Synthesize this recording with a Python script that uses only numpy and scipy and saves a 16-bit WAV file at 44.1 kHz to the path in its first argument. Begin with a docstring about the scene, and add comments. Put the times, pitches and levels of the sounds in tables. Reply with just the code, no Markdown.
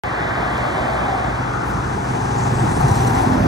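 """A heavy diesel truck draws near and passes close by the kerb, after two cars roll past on concrete.
The truck's engine fires in a steady hum that drops in pitch as it goes by. Its tyres roar, hiss and
sing, grit snaps under them, loose metal clinks, and the air it pushes thumps on the microphone.
A handheld recorder hears it all through two closely spaced openings (ports), left and right."""
import sys
import numpy as np
from scipy import signal
from scipy.fft import rfft, irfft
from scipy.io import wavfile
from scipy.ndimage import uniform_filter1d

SR = 44100
rng = np.random.default_rng(int(sys.argv[2]) if len(sys.argv) > 2 else 0)


def generate_wav(sig):
    """Save sig (samples, or channels by samples) to the path in sys.argv[1] as 16-bit PCM at SR."""
    pcm = np.round(np.clip(np.atleast_2d(sig).T, -1, 1) * 32767).astype(np.int16)
    wavfile.write(sys.argv[1], SR, pcm)


N = 153027
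T = np.arange(N) / SR  # the time of each sample, in seconds

# The deep hum of traffic. Each row: time in seconds, pitch in Hz, level in dB.
TRAFFIC_HUM = [(0, 58, -41), (1.2, 57.5, -35.5), (2.0, 55, -38.5), (3.47, 53, -38)]
# The tyre roar of the cars. Each row: time in seconds, level in dB.
CAR_LEVELS = [(0, -24), (.3, -22.5), (.6, -22.5), (.95, -22), (1.2, -24), (1.45, -27.5), (1.75, -34.5),
              (2.1, -41), (3.47, -53)]
# Brief hums of tyres. Each row: peak time and width in seconds, pitch and width in Hz, level in dB.
TYRE_HUMS = [(.3, 0.2, 1770, 452, -31.5), (.86, 0.17, 700, 190, -27), (1.15, 0.12, 742, 150, -26.5),
             (1.661, 0.23, 1330, 338, -30.5), (3.42, 0.14, 610, 140, -27.5), (.55, 0.26, 3900, 1100, -49.5)]
# The colour of each noise, from bass to treble. Each row: frequency in Hz, relative strength in dB.
CAR_TYRE_COLOUR = [(60, -26), (180, -12), (330, -5), (490, -7.5), (620, -1.5), (820, -3.5), (955, -5.5),
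                   (1120, -2), (1370, -8), (1560, -6), (1880, -10.5), (2150, -12), (2750, -20), (3600, -24),
                   (4300, -29), (6000, -35.5), (9000, -38.5), (12000, -46.5), (15500, -62)]
TRUCK_TYRE_COLOUR = [(120, -36), (300, -5), (410, -4), (530, -7.5), (630, -8), (730, -7), (850, -6),
                     (1080, -4.5), (1250, -6), (1600, -9), (2200, -18), (3000, -23), (4200, -29),
                     (6000, -29), (9000, -52), (15500, -68)]
RUMBLE_COLOUR = [(20, -38), (36, -36), (50, -4), (65, 1), (100, -1), (160, -1), (240, -3.5), (380, -9),
                 (550, -23), (1200, -64)]
HISS_COLOUR = [(2000, -20), (3400, -4), (4500, -4.0), (5200, -5.5), (6000, 4.0), (7200, -1), (9000, -2),
               (11000, -11.0), (13000, -19.5), (15500, -50)]
WHINE_COLOUR = [(560, -62), (680, -3.5), (790, 0), (900, -2.5), (1050, -13), (1400, -57)]
SIZZLE_COLOUR = [(2000, -25), (4000, 0), (8000, -6), (11000, -6), (15500, -12)]
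SNAP_COLOUR = [(1800, -25), (3800, 5), (8000, -3), (11000, -9), (15500, -17)]
GUST_COLOUR = [(25, -35), (45, 8), (90, -12), (150, 1), (220, -9), (400, -3), (700, -48)]
# How the two ports differ. Each row: frequency in Hz, left level minus right in dB,
# likeness from 0 to 1, how far the left wave is ahead in radians.
CAR_PORTS = [(100, -19, 1, -0.0), (340, -1.5, 0.93, -0.5), (503, -7, 0.23, 0.5), (566, -3.5, 0.92, 1.82),
             (776, 1.5, 0.7, 1.5), (926, -8, 0.3, 1.96), (1150, 5.5, 0.5, 0.7), (1660, 0.5, 0.53, -1.55),
             (2000, 0.5, 0.46, -2), (2560, 0, 1, -2.5), (3390, -1, 0.99, -5), (4200, 0, 0.97, -6),
             (6000, 0, 1, -6.5), (7900, -5, 0.3, -4)]
TRUCK_PORTS = [(100, -2.5, 0.97, 0.0), (270, -3.5, 0.95, 0.7), (476, -2, 0.55, 0.52), (616, 0.5, 0.72, 2),
               (880, 12.5, 0.86, 3), (980, 2, 0.075, 1.5), (1270, 6, 0.47, 2.44), (1700, 1, 0.5, 1),
               (2260, -2.5, 0.12, -1), (2980, -3.5, 0.79, -3), (3600, -3.5, 0.53, -5),
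               (4360, -2.5, 0.91, -6.5), (5800, -5.5, 0.95, -6.5), (8050, -2, 0.96, -5.5)]
# Gusts ahead of the truck. Each row: peak time and width in seconds, level in dB.
GUSTS = [(2.64, 0.038, -26), (2.87, .05, -28)]
# Thumps of air. Each row: peak time and width in seconds, pitch in Hz, level in dB.
THUMPS = [(2.623, .009, 120, -10), (2.642, .004, 300, -15), (2.668, .009, 105, -17),
          (2.708, .005, 125, -14), (2.772, .007, 110, -15), (2.798, .005, 150, -15), (2.853, .010, 135, -7),
          (2.918, .0045, 115, -4), (3.113, .005, 130, -16), (3.277, .006, 145, -14)]
# Spurts of hiss. Each row: peak time and width in seconds, pitch and width in Hz, level in dB.
SPURTS = [(1.69, 0.026, 10500, 8000, -52), (2.387, .009, 6850, 1000, -41), (2.44, .014, 6650, 1500, -40),
          (2.58, .05, 8100, 700, -48), (2.81, .007, 11000, 2500, -46)]
# A rising rush, a falling whistle and the tread's note. 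Each row: time in seconds, pitch in Hz, level in dB.
RUSH = [(0, 6200, -78), (2.0, 6000, -64), (2.38, 6580, -47), (2.75, 8450, -46), (2.95, 9020, -51),
        (3.32, 10700, -61)]
WHISTLE = [(2.9, 14000, -85), (3.01, 13600, -59), (3.12, 12300, -62), (3.18, 10900, -55),
           (3.23, 10330, -46), (3.26, 9600, -61), (3.35, 8400, -85)]
TREAD_NOTE = [(1.2, 843, -50), (1.7, 840, -31.5), (2.65, 825, -31), (3.0, 790, -20), (3.25, 754.4, -24.5),
              (3.47, 692, -27)]
# Snaps of grit and clinks of loose metal. Each row: start in seconds, level in dB.
GRIT_SNAPS = [(.578, -39), (2.958, -44), (3.073, -42), (3.152, -39)]
CLINKS = [(2.714, -37), (2.882, -35), (2.914, -36), (2.955, -30), (3.005, -33), (3.07, -31), (3.15, -34),
          (3.218, -36)]
# The notes the metal rings with. Each row: pitch in Hz, relative strength in dB.
METAL_NOTES = [(4050, -2), (5900, 3), (7700, 0), (8850, -1), (11750, -12), (13750, -11)]
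# The rolling truck. Each row: time in seconds, then levels in dB of rumble, tyre roar, hiss,
# tread whine and grit sizzle.
TRUCK_LEVELS = [(0, -30.5, -33.5, -65, -31.5, -71), (.7, -29.5, -40.5, -50, -28, -58),
                (1.4, -29, -29.5, -51.5, -28, -71), (1.9, -26, -27.5, -46.5, -28.5, -65),
                (2.25, -27, -26, -44, -25, -64), (2.45, -24, -25, -43.5, -26, -52),
                (2.65, -21, -24.5, -44.5, -23.5, -54), (2.95, -23, -23, -40, -23.5, -45),
                (3.2, -25.5, -22.5, -42, -21.5, -45.5), (3.33, -22.5, -24, -45.5, -24, -51),
                (3.47, -17, -22.5, -51, -25.5, -48)]
# The drone as the cab passes. Each row: pitch at the swell's peak in Hz, width in Hz, level in dB.
DRONE_NOTES = [(193, 13, -26.5), (258, 8.9, -24.5), (315, 13.7, -37), (291, 120, -30)]
# The diesel engine. Each row: time in seconds, firings per second as heard, level in dB.
ENGINE = [(0, 125.1, -34), (.9, 125.7, -31), (1.5, 125.7, -31), (2.0, 127.7, -28.5), (2.35, 127.7, -23),
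          (2.7, 126.1, -25.5), (2.9, 124.8, -25.5), (3.1, 122.1, -19.5), (3.25, 116.9, -24),
          (3.47, 112.5, -27)]
# Its tones. Each row: multiple of the firing rate, level in dB added to the engine's.
ENGINE_TONES = [(.838, -7), (1, -1), (1.5, -13.5), (2, -12), (3, -16)]


def amp(db):
    """Turns decibels into a number to multiply a sound by."""
    return 10 ** (np.asarray(db) / 20)


def unit(x):
    """Scales a signal so that its average strength (rms) is 1."""
    return x / np.sqrt(np.mean(x ** 2) + 1e-20)


def curve(table, column=1):
    """Joins a column's values with straight lines, giving one value per sample."""
    rows = np.array(table)
    return np.interp(T, rows[:, 0], rows[:, column])


def at_hz(table, hz, column=1):
    """Looks up a column by frequency, giving every octave equal room."""
    rows = np.array(table)
    return np.interp(np.log(hz + 1), np.log(rows[:, 0]), rows[:, column])


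def swell(peak_s, width_s):
    """A bell-shaped rise and fall around a moment."""
    return np.exp(-.5 * ((T - peak_s) / width_s) ** 2)


def hits(table, decay_s):
    """A loudness that jumps up at each start time and dies away."""
    return sum(amp(db) * (T >= s) * np.exp(-abs(T - s) / decay_s) for s, db in table)


def drift(rate_hz):
    """A smooth random wobble of strength 1; a higher rate wobbles faster."""
    hz = np.fft.rfftfreq(N, 1 / SR)
    return unit(irfft(rfft(rng.standard_normal(N)) * np.exp(-.5 * (hz / rate_hz) ** 2), N))


def band(hz, width_hz):
    """Noise around a pitch: narrow sounds like a note, wide like a hiss."""
    phase = 2 * np.pi * np.cumsum(hz * np.ones(N)) / SR
    return unit(drift(width_hz / 2) * np.cos(phase) + drift(width_hz / 2) * np.sin(phase))


def roar(colour, ports, patch_db, size=1024):
    """Noise of a given colour with louder and softer patches, as the two ports hear it."""
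    hz = np.fft.rfftfreq(size, 1 / SR)
    a, b, c, d, patches = rng.standard_normal((5, 4 * N // size + 6, len(hz)))
    patches = uniform_filter1d(patches, size=8, axis=0)  # smooth over time
    patches = unit(uniform_filter1d(patches, size=9, axis=1))  # and over frequency
    balance = amp(at_hz(ports, hz))
    likeness = np.clip(at_hz(ports, hz, column=2), 0, 1)
    lag = np.exp(-1j * at_hz(ports, hz, column=3))
    left = a + 1j * b
    right = (likeness * left + np.sqrt(1 - likeness ** 2) * (c + 1j * d)) * lag
    spectra = np.array([left * balance, right]) / np.sqrt(1 + balance ** 2)
    spectra *= amp(at_hz(colour, hz) + patch_db * patches)
    _, noise = signal.istft(spectra.transpose(0, 2, 1), nperseg=size, noverlap=size * 3 // 4)
    return unit(noise[:, :N])


def traffic_hum():
    """A low, wavering hum lies under the traffic."""
    loudness = np.sqrt(2) * amp(curve(TRAFFIC_HUM, column=2) + 1.7 * drift(7.6))
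    pitch_hz = curve(TRAFFIC_HUM) + 1.8 * drift(5.6)
    return loudness * np.sin(2 * np.pi * np.cumsum(pitch_hz) / SR)


def cars():
    """The cars' tyres roar on the concrete and fade as they leave."""
    return amp(curve(CAR_LEVELS)) * roar(CAR_TYRE_COLOUR, CAR_PORTS, patch_db=.8)


def tyre_hums():
    """Each set of tyres sings around its own pitch for a moment as it goes by."""
    hums = 0
    for s, width_s, hz, width_hz, db in TYRE_HUMS:
        colour = [(hz / 3, -70), (hz - .96 * width_hz, -22), (hz - width_hz / 2, -2),
                  (hz + width_hz / 2, -2), (hz + .99 * width_hz, -22), (hz * 3, -70)]
        hums += amp(db) * swell(s, width_s) * roar(colour, CAR_PORTS, patch_db=2)
    return hums


def gusts(rough_db=5.5):
    """Two lumpy gusts of wind hit the microphone just ahead of the truck."""
    loudness = sum(amp(db) * swell(s, width_s) for s, width_s, db in GUSTS)
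    return loudness * amp(rough_db * drift(22)) * roar(GUST_COLOUR, TRUCK_PORTS, patch_db=0, size=4096)


def air_thumps():
    """Short, low pushes of air from the truck thump on the microphone."""
    return sum(amp(db) * swell(s, width_s) * np.cos(2 * np.pi * hz * (T - s))
               for s, width_s, hz, db in THUMPS)


def spurts():
    """High hisses come and go in a moment."""
    return sum(amp(db) * swell(s, width_s) * band(hz, width_hz)
               for s, width_s, hz, width_hz, db in SPURTS)


def rush(flicker_db=2.3):
    """An uneven hiss climbs in pitch as the truck nears."""
    return amp(curve(RUSH, column=2) + flicker_db * drift(22)) * band(curve(RUSH), width_hz=2900)


def whistle(flicker_db=2.5):
    """A faint, sputtering whistle slides down as the cab goes by."""
    return amp(curve(WHISTLE, column=2) + flicker_db * drift(25)) * band(curve(WHISTLE), width_hz=600)


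def rattle():
    """Loose metal on the truck clinks, always ringing with the same few notes."""
    ringing = unit(sum(amp(db) * band(hz, width_hz=260) for hz, db in METAL_NOTES))
    return hits(CLINKS, decay_s=.011) * ringing


def grit(grains_per_s=2200, spread_db=3, grain_s=.00088):
    """Grit under the tyres makes a sizzle of tiny grains and a few clear snaps."""
    grains = rng.random(N) < grains_per_s / SR
    strengths = amp(spread_db * np.minimum(rng.exponential(1, N), 3))
    # Give each grain a short fading tail.
    crackle = unit(signal.lfilter([1], [1, -np.exp(-1 / (grain_s * SR))], grains * strengths))
    sizzle = crackle * roar(SIZZLE_COLOUR, TRUCK_PORTS, patch_db=2.5, size=512)
    snaps = hits(GRIT_SNAPS, decay_s=.004) * roar(SNAP_COLOUR, TRUCK_PORTS, patch_db=2.5, size=512)
    return amp(curve(TRUCK_LEVELS, column=5)) * sizzle + snaps


def tread_note():
    """The tread of the front tyres sings a note that sinks as they pass."""
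    sides = np.array([[1], [-.39]])  # the right side is weaker, its wave upside down
    return amp(curve(TREAD_NOTE, column=2)) * band(curve(TREAD_NOTE), width_hz=33) * sides


def drone(peak_s=3.35, fall_per_s=.15, firings_per_turn=3):
    """A drone swells and falls in pitch as the cab passes, throbbing with each turn of the engine."""
    doppler = np.exp(-fall_per_s * (T - peak_s))
    hum = sum(amp(db) * band(hz * doppler, width_hz) for hz, width_hz, db in DRONE_NOTES)
    turns = np.cumsum(curve(ENGINE)) / firings_per_turn / SR
    throb = unit(1 + .4 * np.cos(2 * np.pi * turns))
    return hum * throb * swell(peak_s, width_s=.18) * amp([[-2.3], [1.7]])  # louder on the right


def engine(waver_hz=.9, waver_db=1.5):
    """The diesel's wavering tones follow its firing rate, heard to sink as the truck goes by."""
    firings = np.cumsum(curve(ENGINE) + waver_hz * drift(8.2)) / SR
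    tones = sum(amp(db + waver_db * drift(4.1)) * np.sin(2 * np.pi * (multiple * firings + rng.random()))
                for multiple, db in ENGINE_TONES)
    return np.sqrt(2) * tones * amp(curve(ENGINE, column=2)) * amp([[-.7], [.7]])


def truck_rolling(flutter_db=.62):
    """A low rumble, fluttering tyre roar and hiss, and a hollow tread whine grow as the truck nears."""
    rumble = amp(curve(TRUCK_LEVELS, 1)) * roar(RUMBLE_COLOUR, TRUCK_PORTS, patch_db=0, size=4096)
    tyres = amp(curve(TRUCK_LEVELS, 2)) * roar(TRUCK_TYRE_COLOUR, TRUCK_PORTS, patch_db=.8)
    hiss = amp(curve(TRUCK_LEVELS, 3)) * roar(HISS_COLOUR, TRUCK_PORTS, patch_db=1.2)
    whine = amp(curve(TRUCK_LEVELS, 4)) * roar(WHINE_COLOUR, TRUCK_PORTS, patch_db=1, size=2048)
    return rumble + whine + (tyres + hiss) * amp(flutter_db * drift(27))


def scene():
    """Everything heard from the kerb, added together."""
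    truck = truck_rolling() + rush() + engine() + drone() + spurts()
    truck = truck + grit() + rattle() + whistle() + tread_note()
    return cars() + tyre_hums() + traffic_hum() + truck + gusts() + air_thumps()


def record(dry, mono_above_hz=7200, start_s=.036, top_hz=15700):
    """The recorder makes the treble alike on both sides, starts a moment late and cuts the very top."""
    hz = np.fft.rfftfreq(N, 1 / SR)
    middle, side = (dry[0] + dry[1]) / 2, (dry[0] - dry[1]) / 2
    side = irfft(rfft(side) / (1 + (hz / mono_above_hz) ** 20), N)
    stereo = np.array([middle + side, middle - side]) * (T >= start_s)
    low_pass = signal.firwin(1023, top_hz, window=("kaiser", 9), fs=SR)
    return signal.oaconvolve(stereo, low_pass[None], "same")


dry = scene()
out = record(dry)
generate_wav(out)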